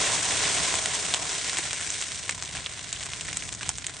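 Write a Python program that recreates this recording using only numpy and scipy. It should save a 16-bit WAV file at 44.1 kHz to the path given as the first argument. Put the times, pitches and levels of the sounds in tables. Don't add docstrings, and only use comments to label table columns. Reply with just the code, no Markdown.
import sys
import numpy as np
from scipy import signal
from scipy.fft import rfft, irfft, next_fast_len
from scipy.io import wavfile
from scipy.ndimage import map_coordinates

SR = 44100
rng = np.random.default_rng(int(sys.argv[2]) if len(sys.argv) > 2 else 0)


def pcm_store(signal):
    levels = np.round(np.clip(np.atleast_2d(signal), -1, 1) * 32767)
    wavfile.write(sys.argv[1], SR, levels.astype(np.int16).T)


N = 176400

# t/s, low level/dB, mid level/dB, treble level/dB
SIZZLE_LEVELS = [(0, -33.5, -28, -27.5), (0.16, -35.5, -29.5, -27.5), (0.21, -37.5, -31, -29.5),
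                 (0.33, -36, -29.5, -28), (0.72, -36, -30, -28.5), (0.81, -40, -33, -31.5),
                 (1.1, -41, -34.1, -32.0), (1.2, -40, -36.0, -34.5), (1.3, -42.5, -34.5, -32.5),
                 (1.6, -45, -34.5, -33.5), (1.68, -46, -37.0, -35.5), (2.0, -49, -38, -35.5),
                 (2.22, -51, -42, -39), (2.4, -50.5, -44.2, -42), (2.47, -50, -42.5, -43),
                 (2.56, -48, -39.5, -39.5), (2.72, -50.5, -41, -41.5), (2.93, -51.5, -41, -41.5),
                 (3.09, -50.5, -43.5, -41.5), (3.22, -49.5, -40.9, -39.5), (3.4, -50.5, -40.6, -39),
                 (3.5, -49.5, -45, -41.5), (3.64, -50, -40.5, -41.5), (3.75, -56.5, -44, -43),
                 (3.92, -53, -45, -46), (4, -50.5, -45.5, -42)]
# f/Hz, gain/dB
SIZZLE_EQ = [(100, -19), (190, -3.5), (228, -16.5), (270, -5), (346, -8), (426, -2), (534, -7.5),
             (648, -0.5), (762, -1.5), (852, -8.5), (1030, 0.5), (1180, -8.5), (1400, -5.5), (1600, -6),
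             (2070, -4), (2510, -6), (3580, -4), (4580, -6), (6000, 0.5), (7400, 0), (8530, 1.5),
             (9400, -4.5)]
# t/s, crack energy/dB, ring f/Hz, ring energy/dB
POP_EVENTS = [(0.7409, 2, 3740, -7), (0.7547, -1, 7550, 2), (0.8587, 3.5, 6400, -10),
              (0.9505, -5, 8200, -6), (1.0644, -3.5, 4600, -2), (1.1396, 3.5, 3800, 3.5),
              (1.1425, -18, 810, -6), (1.1449, 3.5, 2970, 2.5), (1.2936, -9, 6000, -9),
              (1.4958, -3, 4060, -13), (1.5327, -10, 7850, -5), (1.5714, -3, 3200, -11.5),
              (1.5859, 0, 1890, -6), (1.589, -16, 770, -4.5), (1.59, -11, 370, -4),
              (1.7092, -7.5, 2730, -14), (1.7311, -0.5, 3120, -10), (1.8058, -11, 8200, -8),
              (1.8114, -8, 7500, -12), (1.9034, -13.5, 6770, -1.5), (2.0146, -9, 7260, -8),
              (2.0242, -4.5, 2730, -15), (2.1192, -6, 7900, -12), (2.2936, 0, 2060, -8),
              (2.2964, -3.5, 2650, -15), (2.31, -12, 8030, -4.5), (2.4244, -3, 6960, -17),
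              (2.604, -27, 480, -20), (2.6617, -26, 3500, -1.5), (2.6679, -9.5, 2730, -12),
              (2.7935, -11.5, 3630, -12), (2.9283, -7, 7500, -2.5), (2.9626, -17, 3100, -11.5),
              (3.0084, -23, 6900, -16), (3.029, -9.5, 3200, -17), (3.0355, -13, 7590, -11),
              (3.0587, -13, 7740, -7), (3.0654, -7, 8500, -13), (3.1347, -7.5, 2760, -15),
              (3.2099, -6, 2680, -7.5), (3.2852, -23, 2090, -9.5), (3.3291, -8.5, 2860, -9.5),
              (3.3305, -11, 6440, -11), (3.37, -8, 7000, -11), (3.3717, -14, 8300, 1.5),
              (3.4239, -18.5, 2180, -9.5), (3.4908, -11, 2500, -20), (3.5272, -23, 7170, -10),
              (3.5396, -15, 8100, -15), (3.5493, -12, 7000, -11), (3.61, -14, 1500, -12.5),
              (3.6311, -7, 2660, -7.5), (3.657, -31, 3000, -14), (3.692, -2.5, 8130, 3),
              (3.6921, -12, 820, -8), (3.7552, -17, 6100, -16), (3.7768, -29, 8300, -14),
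              (3.7839, -6.5, 7660, -9), (3.867, -5, 8200, -2.5)]
# f/Hz, gain/dB
POP_EQ = [(120, -30), (300, -7.5), (700, -5), (1100, -2), (2000, -.5), (3600, -.5), (4600, -4), (6000, -1),
          (8000, 1.5), (9500, -4.5)]
# t/s, level/dB
RUMBLE_LEVELS = [(0, -42), (.26, -47.5), (.51, -41.5), (.8, -46.5), (1.27, -49.5), (2.1, -48.5), (2.7, -49),
                 (3.1, -45), (3.23, -43), (3.5, -45), (4, -47.5)]
# f/Hz, gain/dB
RUMBLE_EQ = [(15, -42), (25, -19), (40, -8.5), (55, -2), (80, -1), (120, -1), (175, -4), (228, -15),
             (280, -10), (400, -17.5), (900, -42.5), (2000, -70.5)]
# f/Hz, side gain/dB
SIDE_EQ = [(100, 1.5), (300, 1.5), (700, 0), (2000, -0.5), (4000, -1.5), (8000, 2.1)]
# f/Hz, left over right/dB
BALANCE = [(100, -0.5), (300, 0.5), (700, -1.7), (1500, -1.6), (3000, -1.1), (5500, -0.5), (8500, 1.5)]

LOW_SPLIT_HZ, HIGH_SPLIT_HZ, TOP_HZ = 1300, 4670, 9680
FLARE_BURSTS_PER_S, EMBER_BURSTS_PER_S = 9000, 650
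CLUMP_FLARE_DB, CLUMP_EMBER_DB, CLUMP_PER_S, CLUMP_LIMIT_SIGMA = 1, 3, 110, 0.95
FLICKER_DB, FLICKER_PER_S = 0.5, 70
SIZE_SPREAD_DB, SIZE_LIMIT_SIGMA, PAN_SPREAD = 8, 1.86, 0.23
CAVITY_HZ, CAVITY_LOG_SPREAD, RING_OVER_CRACK_DB = 3720, 0.65, -5
CRACK_DECAY_S, RING_DECAY_CYCLES = 0.00012, 0.69
CRACK_FLATNESS = 0.64
STEAM_DB, POP_DB = -4, -1
NEAR_DELAY_S, NEAR_T60_S, NEAR_DB = 0.0017, 0.02, -6
TREES_T60_S, TREES_DB = 0.09, -13.5
FLUTTER_DB, FLUTTER_PER_S = 1.5, 18


def sizzle():
    levels_db = curves(SIZZLE_LEVELS)
    treble_db = levels_db[-1]
    heat = (treble_db - treble_db.min()) / np.ptp(treble_db)
    depth_db = CLUMP_EMBER_DB + (CLUMP_FLARE_DB - CLUMP_EMBER_DB) * heat
    clump_db = depth_db * CLUMP_LIMIT_SIGMA * np.tanh(wobble(CLUMP_PER_S) / CLUMP_LIMIT_SIGMA)
    flickers_db = [FLICKER_DB * wobble(FLICKER_PER_S) for _ in levels_db]
    steam = unit_rms(filtered(stereo_noise(correlation=0.54), lambda hz: lowpass(hz, TOP_HZ, order=8)))
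    fry = (crackle(heat) + amp(STEAM_DB) * steam) * amp(clump_db)
    low = lambda hz: lowpass(hz, LOW_SPLIT_HZ, order=8) ** 2
    mid = lambda hz: lowpass(hz, HIGH_SPLIT_HZ, order=8) ** 2 - low(hz)
    treble = lambda hz: (1 - low(hz) - mid(hz)) * (hz < TOP_HZ)
    out = np.zeros((2, N))
    for band, level_db, flicker_db in zip([low, mid, treble], levels_db, flickers_db):
        part = filtered(fry, lambda hz: band(hz) * amp(eq_db(SIZZLE_EQ, hz)))
        out += amp(level_db) * unit_rms(amp(flicker_db) * part)
    return out


def crackle(heat, spots=12, samples=64):
    rate_per_s = EMBER_BURSTS_PER_S * (FLARE_BURSTS_PER_S / EMBER_BURSTS_PER_S) ** heat
    out = np.zeros((2, N))
    for pan in PAN_SPREAD * unit_rms(np.linspace(-1, 1, spots)):
        starts = np.flatnonzero(rng.random(N) < rate_per_s / SR / spots)
        size, pitch, ring = rng.standard_normal((len(starts), 3)).T
        gain = amp(SIZE_SPREAD_DB * np.minimum(size, SIZE_LIMIT_SIGMA)) / np.sqrt(rate_per_s[starts])
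        ring_hz = np.clip(CAVITY_HZ * np.exp(CAVITY_LOG_SPREAD * pitch), 500, TOP_HZ)
        grains = gain[:, None] * bursts(0, ring_hz, RING_OVER_CRACK_DB + 2 * ring, samples)
        indices = starts[:, None] + np.arange(samples)
        spot = np.bincount(indices.ravel(), grains.ravel(), N)[:N]
        out += reflections(np.outer([1 + pan, 1 - pan], spot))
    return unit_rms(out)


def pops():
    times_s, crack_db, ring_hz, ring_db = np.transpose(POP_EVENTS)
    out = np.zeros((2, N))
    for time_s, pop in zip(times_s, bursts(crack_db, ring_hz, ring_db, samples=384)):
        start = round(time_s * SR)
        sound = reflections(np.array([pop, pop]))[:, :N - start]
        out[:, start:start + sound.shape[1]] += sound
    return filtered(out, lambda hz: amp(POP_DB + eq_db(POP_EQ, hz)))


def bursts(crack_db, ring_hz, ring_db, samples):
    t = np.arange(samples) / SR
    tear = rfft(rng.standard_normal((len(ring_hz), samples)) * t * np.exp(-t / CRACK_DECAY_S))
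    flattened = tear / (np.abs(tear) + 1e-12) ** CRACK_FLATNESS
    crack = irfft(flattened, samples) * np.exp(-2 * t / t[-1])
    crack = signal.sosfilt(signal.butter(4, TOP_HZ, fs=SR, output="sos"), crack)
    cycles = ring_hz[:, None] * t
    phase = rng.random((len(ring_hz), 1))
    ring = cycles * np.exp(-cycles / RING_DECAY_CYCLES) * np.sin(2 * np.pi * (cycles + phase))
    return amp(crack_db)[..., None] * unit_energy(crack) + amp(ring_db)[..., None] * unit_energy(ring)


def reflections(x):
    t = np.arange(SR // 8) / SR
    shared, left, right, *far = rng.standard_normal((5, len(t)))
    late = t > NEAR_DELAY_S
    near = unit_energy((shared + 0.55 * np.array([left, right])) * late * amp(-60 * t / NEAR_T60_S))
    trees = unit_energy(np.array(far) * late * amp(-60 * t / TREES_T60_S))
    response = (t == 0) + amp(NEAR_DB) * near + amp(TREES_DB) * trees
    return signal.fftconvolve(x, response, axes=1)[:, :N]


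def flames():
    level_db, = curves(RUMBLE_LEVELS)
    rumble = filtered(stereo_noise(correlation=0.7), lambda hz: amp(eq_db(RUMBLE_EQ, hz)))
    flutter = amp(FLUTTER_DB * wobble(FLUTTER_PER_S))
    return amp(level_db) * unit_rms(rumble * flutter)


def amp(db):
    return 10 ** (np.asarray(db) / 20)


def unit_rms(x):
    return x / np.sqrt(np.mean(x ** 2) + 1e-20)


def unit_energy(x):
    return x / np.sqrt(np.sum(x ** 2, -1, keepdims=True) + 1e-20)


def eq_db(table, hz):
    knots_hz, gains_db = np.transpose(table)
    return np.interp(np.log(hz + 1), np.log(knots_hz + 1), gains_db)


def curves(table):
    times_s, *columns = np.transpose(table)
    return [np.interp(np.arange(N) / SR, times_s, column) for column in columns]


def wobble(knots_per_s):
    return map_coordinates(rng.standard_normal(N // 100), [np.arange(N) * knots_per_s / SR], mode="wrap")


def filtered(x, response):
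    size = next_fast_len(N + SR // 2)
    return irfft(rfft(x, size) * response(np.fft.rfftfreq(size, 1 / SR)), size)[..., :N]


def lowpass(hz, edge_hz, order):
    return 1 / np.sqrt(1 + (hz / edge_hz) ** (2 * order))


def stereo_noise(correlation):
    mid, side = rng.standard_normal((2, N))
    angle = np.arccos(correlation) / 2
    return np.cos(angle) * mid + np.sin(angle) * np.array([side, -side])


def scene():
    left, right = flames() + pops() + sizzle()
    mid = (left + right) / 2
    side = filtered((left - right) / 2, lambda hz: amp(eq_db(SIDE_EQ, hz)))
    stereo = np.array([mid + side, mid - side])
    return filtered(stereo, lambda hz: amp(np.outer([0.5, -0.5], eq_db(BALANCE, hz))))


def record(dry):
    return filtered(dry, lambda hz: lowpass(hz, TOP_HZ, order=90))


dry = scene()
out = record(dry)
pcm_store(out)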